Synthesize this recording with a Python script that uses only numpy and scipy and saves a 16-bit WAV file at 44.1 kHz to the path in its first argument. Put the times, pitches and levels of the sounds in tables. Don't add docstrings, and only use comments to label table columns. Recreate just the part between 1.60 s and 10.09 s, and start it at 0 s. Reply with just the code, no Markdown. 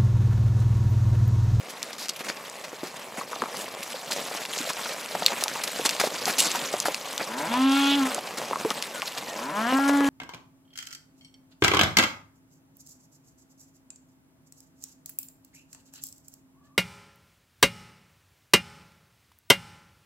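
import sys
import numpy as np
from scipy import signal
from scipy.fft import rfft, irfft, next_fast_len
from scipy.io import wavfile
from scipy.ndimage import uniform_filter1d, map_coordinates

SR = 44100
rng = np.random.default_rng(int(sys.argv[2]) if len(sys.argv) > 2 else 0)


def master(y):
    cut = np.clip(np.atleast_2d(y).T, -1, 1)
    pcm = np.round(cut * 32767)
    wavfile.write(sys.argv[1], SR, pcm.astype(np.int16))


N = 374409

# frequency in Hz, relative level in dB.
GRIT_SPRAY = [(600, -22), (1500, -16), (2500, 4), (4500, 7.5), (8000, 3.5), (12000, 2.5), (16000, -3.5)]


def amp(db):
    return 10 ** (np.asarray(db) / 20)


def unit(x):
    return x / np.sqrt(np.mean(x ** 2) + 1e-20)


def along(points, hz):
    freqs, values = np.transpose(points)
    return np.interp(np.log(hz + 1), np.log(freqs + 1), values)


def wobble(rate, size=N):
    knots = rng.standard_normal(int(size * rate / SR) + 4)
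    return map_coordinates(knots, [np.arange(size) * rate / SR])


def filtered(x, response):
    size = x.shape[-1]
    padded = next_fast_len(size + SR // 8)
    return irfft(rfft(x, padded) * response(np.fft.rfftfreq(padded, 1 / SR)), padded)[..., :size]


def coloured(x, spectrum):
    return unit(filtered(x, lambda hz: amp(along(spectrum, hz))))


def resonance(hz, centre, q):
    return 1j * hz * centre / q / (centre ** 2 - hz ** 2 + 1j * hz * centre / q)


def add(track, s, x):
    i = max(round(s * SR), 0)
    track[i:i + len(x)] += x[:len(track) - i]


def grains(rate, spread_db, size=N):
    hit = rng.random(size) < rate / SR
    sign = rng.choice([-1, 1], size)
    return unit(hit * sign * amp(spread_db * np.clip(rng.standard_normal(size), -2, 2)))


def spread(pair):
    # frequency in Hz, correlation of left and right.
    coherence = [(25, 0.51), (100, 0.99), (400, 1), (1000, .95), (2500, 0.89), (6000, 0.95), (10000, 1),
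                 (14000, 0.63)]
    angle = lambda hz: np.arccos(np.clip(along(coherence, hz), -1, 1)) / 2
    mid, side = filtered(pair, lambda hz: np.array([np.cos(angle(hz)), np.sin(angle(hz))]))
    return np.array([mid + side, mid - side])


def sides(balance_db, lead):
    half = np.array([[.5], [-.5]])
    return amp(half * balance_db) * np.exp(1j * half * lead)


def herd_levels(s):
    # time in seconds, relative levels of trampling and of grit in dB.
    activity = [(0.0, -49.5, -50.5), (1.65, -48, -49.5), (2.62, -45, -41.5), (3.05, -46, -39),
                (3.36, -45, -41), (4.92, -42, -37.5), (5.63, -47.5, -44.5), (5.93, -39.5, -43.5),
                (6.19, -49, -37), (6.46, -39, -39.5), (6.71, -43, -46), (7.05, -43, -45.5),
                (7.42, -47.5, -41.5), (7.97, -43, -47), (8.2, -42, -42), (8.49, -39.5, -43)]
    times, *columns = np.transpose(activity)
    return [np.interp(s, times, column) for column in columns]


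def patchy(x, size, depth_db):
    spectra = signal.stft(x, nperseg=size)[2]
    patches = uniform_filter1d(rng.standard_normal(spectra.shape[1:]), size=10, axis=0)
    patches = uniform_filter1d(patches, size=4, axis=1)
    return signal.istft(spectra * amp(depth_db * unit(patches)), nperseg=size)[1][:, :N]


def herd():
    # frequency in Hz, relative level in dB.
    trample_spectrum = [(25, -25), (60, -22), (100, -13.5), (150, -8.5), (230, -4), (350, -7.5), (460, -2),
                        (570, 0.5), (750, -3), (1130, -3.5), (1500, -12.5), (2300, -8.5), (5000, -22.5)]
    grit_spectrum = [(710, -50), (1200, -3), (1660, -1.5), (4750, -3), (8440, -6.5), (9110, -8),
                     (12300, -9), (15000, -8.5), (16000, -36)]
    trample_db, grit_db = herd_levels(np.arange(N) / SR)
    shuffle = wobble(24)
    soil = np.array([1.19 * rng.standard_normal(N) + grains(350, spread_db=7.5) for _ in range(2)])
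    sand = np.array([0.9 * rng.standard_normal(N) + grains(1700, spread_db=6.0) for _ in range(2)])
    trample = coloured(patchy(soil, size=1024, depth_db=2.0), trample_spectrum)
    trample *= amp(trample_db + 5.5 + 1.5 * shuffle)
    grit_gain = amp(grit_db + 3 + 1.83 * shuffle + 1.53 * wobble(70))
    grit = grit_gain * coloured(patchy(sand, size=256, depth_db=3.5), grit_spectrum)
    return spread(trample + grit)


def scuffs():
    # start in seconds, nominal length in seconds, hiss level in dB, crunch level in dB.
    drags = [(0.096, 0.014, -36.5, -46), (0.329, .007, -36, -43), (0.381, 0.1, -38, -45.5),
             (0.491, 0.0067, -28.5, -41), (0.561, .006, -36, -50), (0.59, 0.03, -39, -39.5),
             (0.642, 0.038, -39.5, -41), (0.684, 0.019, -33, -33), (1.038, 0.016, -40, -39.5),
             (1.234, 0.061, -41.5, -43.5), (1.57, 0.028, -39.5, -36), (1.979, 0.066, -38, -55),
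             (2.228, 0.0071, -32.5, -53), (2.508, 0.033, -28.5, -38.5), (3.094, 0.014, -30.5, -35),
             (3.722, 0.027, -57, -35.5), (3.807, 0.016, -28.5, -45), (4.035, 0.0074, -25.5, -36),
             (4.076, 0.0083, -34, -35), (4.249, 0.022, -23, -28), (4.397, 0.019, -23, -26),
             (4.434, 0.053, -31.5, -37), (4.666, 0.055, -30, -30.5), (4.783, 0.031, -17, -35.5),
             (4.817, 0.028, -27, -55), (4.845, 0.035, -28, -32), (5.126, 0.013, -33, -39),
             (5.252, 0.027, -30, -33.5), (5.596, 0.032, -39, -32), (6.452, 0.024, -36, -31),
             (6.771, 0.02, -32.5, -35.5), (7.107, 0.012, -34.5, -36), (7.469, 0.015, -34, -44),
             (7.573, 0.013, -33.5, -39), (8.278, 0.024, -33.5, -34)]
    # frequency in Hz, relative level in dB.
    clod_spectrum = [(60, -27), (200, 5), (550, 2.5), (1200, 3), (2200, 3.5), (5000, -27)]
    out, t = np.zeros(N), np.arange(SR // 4) / SR
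    for s, length, hiss_db, crunch_db in drags:
        spray = [(hz, db + rng.normal(0, 3.7)) for hz, db in GRIT_SPRAY]
        hiss = coloured(grains(5500, spread_db=7.0, size=len(t)), spray)
        crunch = coloured(grains(2600, spread_db=4.0, size=len(t)), clod_spectrum)
        attack = 1 - np.exp(-t / 0.00082)
        settling = amp(-60 * np.maximum(t - length * 0.78, 0) / 0.052)
        add(out, s, attack * settling * (amp(hiss_db) * hiss + amp(crunch_db) * crunch))
    return out


def light_steps(count=100, steps_per_s=5, flick_delay_s=.004, step_q=2, tick_q=1.93):
    chance = np.clip(rng.standard_normal((count, 5)), -2, 2)
    timing, step_db, step_tone, tick_db, tick_tone = chance.T
    s = (np.arange(count) + .5 + timing / 2) / steps_per_s
    trample_db, grit_db = herd_levels(s)
    step_hz, tick_hz = 735 * 2 ** (0.36 * step_tone), 4600 * 2 ** (tick_tone / 2)
    steps = np.transpose([s, trample_db + 11 + step_db, step_hz, np.full(count, step_q)])
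    ticks = np.transpose([s + flick_delay_s, grit_db + 17.5 + tick_db, tick_hz, np.full(count, tick_q)])
    heard = s + flick_delay_s < (N - 1) / SR
    return steps[heard], ticks[heard]


def stones(rows, snap_t60_s=0.0042, dust_t60_s=0.02):
    out, t = np.zeros(N), np.arange(SR // 16) / SR
    for s, db, pitch, q in rows:
        snap = rng.standard_normal(len(t)) * amp(-60 * t / snap_t60_s)
        snap[0] = 4.8
        crack = filtered(snap, lambda f: resonance(f, pitch, q) / np.sqrt(1 + (f / (1.9 * pitch)) ** 4))
        dust = coloured(rng.standard_normal(len(t)), GRIT_SPRAY) * amp(-60 * t / dust_t60_s)
        add(out, s, amp(db) * (crack / np.abs(crack).max() + amp(-17.5) * dust))
    return out


def thuds(rows, crumble_t60_s=0.048):
    out, t = np.zeros(N), np.arange(SR // 6) / SR
    for s, db, pitch, q in rows:
        blow = 0.17 * rng.standard_normal(len(t)) * amp(-60 * t / crumble_t60_s)
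        blow[0] += 2.2
        dull_push = lambda f: 0.4 / max(q, 1) * resonance(f, 400, q=0.61)
        softness = lambda f: (1 + (f / 1650) ** 8) * np.sqrt(1 + (f / (2 * pitch)) ** 4)
        knock = filtered(blow, lambda f: (resonance(f, pitch, q) + dull_push(f)) / softness(f))
        add(out, s, amp(db) * knock / np.abs(knock).max())
    return filtered(out, lambda f: 1 / (1 + (120 / (f + 1)) ** 3))


def hooves():
    # start in seconds, relative peak level in dB, resonance in Hz, quality factor Q.
    hoof_falls = [(.608, -26, 470, 2.2), (.699, -25, 490, 0.66), (1.13, -26.5, 584, 1.4),
                  (1.233, -21, 450, 1.7), (1.58, -29, 340, 1.2), (1.612, -23.5, 1120, 3.5),
                  (1.7316, -20, 1070, 5), (1.762, -23, 590, 1.5), (1.8205, -14, 1090, 1.8),
                  (1.824, -23, 260, 1.5), (1.838, -19.5, 950, 1.4), (1.858, -24, 1100, 1.8),
                  (1.945, -24.5, 896, 1.1), (2.043, -30.5, 471, 3.3), (2.17, -29.5, 525, 2.8),
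                  (2.343, -25.5, 520, 5), (2.506, -23.5, 842, 1.6), (2.617, -29, 522, 4.3),
                  (2.713, -24, 592, 1.2), (2.75, -22, 650, 1.1), (3.005, -28, 260, 2),
                  (3.103, -19.5, 1090, 2.5), (3.194, -26.5, 1110, 4), (3.258, -20, 1110, 1.7),
                  (3.552, -15, 560, 0.82), (3.623, -16.5, 634, 1.6), (3.7205, -19, 865, 3.4),
                  (3.825, -19.5, 740, 1.4), (3.86, -21, 930, 4), (3.958, -24.5, 980, 4.4),
                  (4.194, -19, 520, 3), (4.253, -17.5, 1290, 1.8), (4.413, -14, 605, 1.5),
                  (4.438, -13.5, 573, 5.1), (4.472, -17, 520, 2.5), (4.679, -17, 684, 3.4),
                  (4.95, -18.5, 930, 6), (5.140, -14.5, 590, 3.2), (5.257, -11, 1200, 1.5),
                  (5.284, -13, 520, 2.5), (5.612, -21, 594, 3.3), (6.581, -20.5, 620, 3.5),
                  (6.911, -17.5, 584, 1.2), (6.932, -16, 1050, 2.3), (6.958, -19, 1120, 9.8),
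                  (7.0495, -14.5, 446, 10), (7.109, -15, 985, 1.2), (7.426, -22, 870, 3.8),
                  (8.125, -15.5, 650, 2.8), (8.187, -17, 700, 2), (8.295, -12, 810, .8),
                  (8.407, -13, 900, 0.51)]
    stone_hits = [(0.2292, -10, 5900, 1.2), (.4848, -17, 4200, 1.2), (0.492, -15, 5300, 1.5),
                  (.496, -10.5, 5300, 1.5), (0.6878, -20.5, 2140, 1.5), (.7, -16.5, 2100, 2.2),
                  (0.8983, -20.5, 7200, 2), (1.757, -21, 3600, 1), (1.9705, -15, 9000, .8),
                  (2.2305, -18.5, 2620, 1), (2.5215, -12.5, 2300, 1), (2.853, -17.5, 2600, 2.5),
                  (2.988, -15, 3820, 1.2), (3.092, -17, 2760, 1.2), (3.6633, 4, 4280, 2.5),
                  (3.6825, -10, 2350, 1), (3.7205, -20, 2400, 1.1), (3.8385, -2, 8000, 1.7),
                  (3.8815, -10, 3400, 0.54), (4.0392, -18, 2200, 1.5), (4.0771, -14, 3520, 2),
                  (4.2607, -4, 4900, 1.9), (4.293, -5.5, 4080, 1.1), (4.298, -13, 3250, 1.5),
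                  (4.3094, -12, 6610, 2), (4.4006, -11, 2570, 1.5), (4.6559, -9, 5240, 2),
                  (4.9164, -11.5, 6040, 2), (5.2018, -7, 6300, 2), (5.3453, -10, 2860, 1.5),
                  (5.5792, -11, 3750, 2), (5.9401, -13.5, 2370, 1.2), (6.5464, -7.5, 7600, 1.9),
                  (7.1046, -11, 3090, 2.3), (7.225, -9.5, 3220, 1.2), (7.42, -13, 2190, 1.6)]
    steps, ticks = light_steps()
    near = np.array([thuds(hoof_falls) + stones(stone_hits) + scuffs() for _ in range(2)])
    light = np.array([thuds(steps) + stones(ticks) for _ in range(2)])
    return spread(near + light)


def voice(pitch, tract, rough):
    size = len(pitch)
    jitter = 1 + .004 * wobble(167, size) + .002 * wobble(35, size)
    phase = 2 * np.pi * np.cumsum(pitch * jitter) / SR
    overtones = np.zeros(size)
    for k in range(2, 30):
        gain = amp(tract(k * pitch * jitter) + 1.54 * wobble(22.7, size))
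        overtones += gain * np.sin(k * phase + rng.uniform(0, 2 * np.pi))
    shimmer = 1 + rough * wobble(200.3, size)
    return phase, unit(overtones * shimmer)


def growls(mouth_db=15, width_hz=110, swell_db=10.5):
    # start and length in seconds, first and last pitch in Hz, mouth resonance in Hz,
    # level at the midpoint in dB.
    glides = [(5.68, .21, 101, 180, 930, -34), (7.75, .19, 98, 165, 990, -36.5)]
    # frequency in Hz, gain in dB.
    throat = [(190, -5), (270, 4), (340, -10), (480, -12), (630, -3), (760, -10), (1150, -12.5), (1400, -7),
              (2000, -16), (4000, -31)]
    out = np.zeros(N)
    for s, length, start_hz, end_hz, mouth_hz, db in glides:
        u = np.linspace(0, 1, round(length * SR))
        tract = lambda hz: along(throat, hz) + mouth_db * np.exp(-((hz - mouth_hz) / width_hz) ** 2)
        phase, overtones = voice(start_hz * (end_hz / start_hz) ** u, tract, rough=.25)
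        fundamental = 0.38 * u ** 3 * np.sin(phase)
        fade = np.clip(np.minimum(u, 1 - u) * length / .015, 0, 1)
        add(out, s, amp(db - swell_db * (0.5 - u)) * fade * (overtones + fundamental))
    return out


def moo(contour, throat, high_note, rough, close_s, jaw_s, mouth_db, rasp_db,
        strain_s, strain_db, build_s):
    attack_s, release_s, strain_fall_s, jaw_open_s = 0.055, 0.12, 0.023, 0.13
    jaw_hz, jaw_width_hz, jaw_db, shut_db = 1440, 120, 9, -9.5
    times, *columns = np.transpose(contour)
    t = np.arange(round((times[0] - .01) * SR), round((times[-1] + .02) * SR)) / SR
    pitch, hum_db = [np.interp(t, times, column) for column in columns]
    shut = 1 - np.clip(np.minimum((t - times[0]) / attack_s, (close_s - t) / release_s), 0, 1)
    strain = np.clip(1 - np.maximum((strain_s - t) / build_s, (t - strain_s) / strain_fall_s), 0, 1)
    opening = np.exp(-((t - jaw_s) / jaw_open_s) ** 2)
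    jaw_formant = lambda hz: opening * jaw_db * np.exp(-((hz - jaw_hz) / jaw_width_hz) ** 2)
    phase, overtones = voice(pitch, lambda hz: along(throat, hz) + jaw_formant(hz), rough)
    air = coloured(rng.standard_normal(len(t)) * (1 + np.cos(phase)), throat)
    low_band = lambda hz: 1 / (1 + (hz / 2000) ** 8)
    vowel = unit(filtered(overtones + rough * air, low_band))
    rasp = unit(filtered(overtones + 3 * rough * air, lambda hz: 1 - low_band(hz)))
    mouth = amp(shut_db * shut) * (amp(mouth_db) * vowel + amp(rasp_db + strain_db * strain) * rasp)
    call = amp(hum_db) * unit(np.sin(phase)) + mouth + squeal(t, phase, *high_note)
    fade = np.clip(np.minimum(t - t[0], t[-1] - t) / 0.0062, 0, 1)
    out = np.zeros(N)
    add(out, t[0], call * fade)
    return out


def moos():
    # time in seconds, pitch in Hz, level of the nasal hum in dB.
    first_contour = [(5.88, 213.3, -47), (5.904, 225.4, -31), (5.95, 248, -33), (6.0, 260, -22.5),
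                     (6.06, 267.5, -19.5), (6.17, 276.6, -23), (6.378, 282.4, -24), (6.43, 267, -22),
                     (6.482, 257, -33.5), (6.5, 257, -43)]
    second_contour = [(7.93, 191.6, -50), (7.986, 213.1, -34), (8.062, 235.2, -32), (8.108, 258.9, -32),
                      (8.144, 265.2, -21), (8.198, 275.2, -25.5), (8.34, 283.4, -21), (8.49, 278, -22.5)]
    # frequency in Hz, gain in dB.
    first_throat = [(400, -16), (560, -7), (850, -1), (980, 5), (1130, -1), (1400, -5), (1650, -11),
                    (2000, -11), (2400, -9), (2800, -7), (3400, -6), (4300, -16), (9000, -42)]
    second_throat = [(400, -13), (570, -3), (660, 1), (850, -2), (1010, 4), (1140, 0), (1400, -4),
                     (1700, -3), (2050, -12), (2800, -15), (3080, -8), (3300, -17), (4300, -22),
                     (9000, -42)]
    first = moo(first_contour, first_throat, high_note=(6.275, .09, 3270, 3160, -32), rough=.2,
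                close_s=6.5, jaw_s=6.22, mouth_db=-30.5, rasp_db=-40,
                strain_s=6.345, strain_db=11.5, build_s=0.46)
    second = moo(second_contour, second_throat, high_note=(8.085, .075, 2720, 2560, -39), rough=.13,
                 close_s=8.7, jaw_s=8.25, mouth_db=-29, rasp_db=-45,
                 strain_s=8.11, strain_db=8, build_s=0.08)
    return first + second


def squeal(t, phase, s, length, start_hz, end_hz, db, bend_rad=1.9):
    u = np.clip((t - s) / length, 0, 1)
    pitch = (start_hz + (end_hz - start_hz) * u) * (1 + .006 * wobble(150, len(t)))
    tone = np.sin(2 * np.pi * np.cumsum(pitch) / SR + bend_rad * np.sin(phase))
    return amp(db) * np.sqrt(abs(np.sin(np.pi * u))) * unit(tone)


def whistles():
    # start and length in seconds, first and last pitch in Hz, level in dB.
    slides = [(7.32, .1, 1560, 1390, -46), (7.65, .11, 2050, 1680, -50)]
    out = np.zeros(N)
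    for s, length, start_hz, end_hz, db in slides:
        u = np.linspace(0, 1, round(length * SR))
        pitch = (start_hz + (end_hz - start_hz) * u) * (1 + .02 * wobble(300, len(u)))
        tone = np.sin(2 * np.pi * np.cumsum(pitch) / SR)
        add(out, s, amp(db) * unit(np.sin(np.pi * u) * tone))
    return out


def herd_shadow(calls):
    # frequency in Hz, left minus right level in dB.
    balance = [(300, 0), (600, -0.5), (1100, 3), (1400, 8.5), (1900, 5), (3000, -3.5)]
    # frequency in Hz, phase lead of the left side in radians.
    lead = [(300, 0), (1100, 0.57), (1500, 0.66), (2500, 0)]
    return filtered(calls, lambda hz: sides(along(balance, hz), along(lead, hz)))


def fence_echo(x):
    # frequency in Hz, time to decay by 60 dB in seconds.
    decay_times = [(200, 0.21), (1500, 0.18), (10000, 0.063)]
    hz, t, spectra = signal.stft(rng.standard_normal((2, SR // 3)), SR, nperseg=256)
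    decay = amp(-60 * t / along(decay_times, hz)[:, None])
    tail = signal.istft(spectra * decay, SR, nperseg=256)[1]
    tail /= np.linalg.norm(tail[0])
    scattered = filtered(x, lambda f: 1 / (1 + (420 / (f + 1)) ** 4))
    return spread(signal.fftconvolve(scattered[None], tail, axes=1)[:, :N])


def scene():
    shuffling = herd()
    calls = moos() + growls() + whistles()
    feet = hooves()
    echoes = amp(-14.5) * fence_echo(feet.mean(axis=0)) + amp(-11) * fence_echo(calls)
    return shuffling + feet + herd_shadow(calls) + echoes


def record(dry):
    # frequency in Hz, gain in dB.
    response = [(20, -11), (70, -8), (150, 0.5), (8300, 1), (9050, -5), (9900, 0), (15000, -6),
                (16000, -18)]
    # frequency in Hz, left minus right level in dB.
    balance = [(1200, -0.25), (2400, 0.2), (6000, 0), (14000, 1.5)]
    left_lag_s, top_hz = 8e-6, 16000
    ports = lambda hz: sides(along(balance, hz), -2 * np.pi * hz * left_lag_s)
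    return filtered(dry, lambda hz: amp(along(response, hz)) * ports(hz) * (hz < top_hz))


dry = scene()
out = record(dry)
master(out)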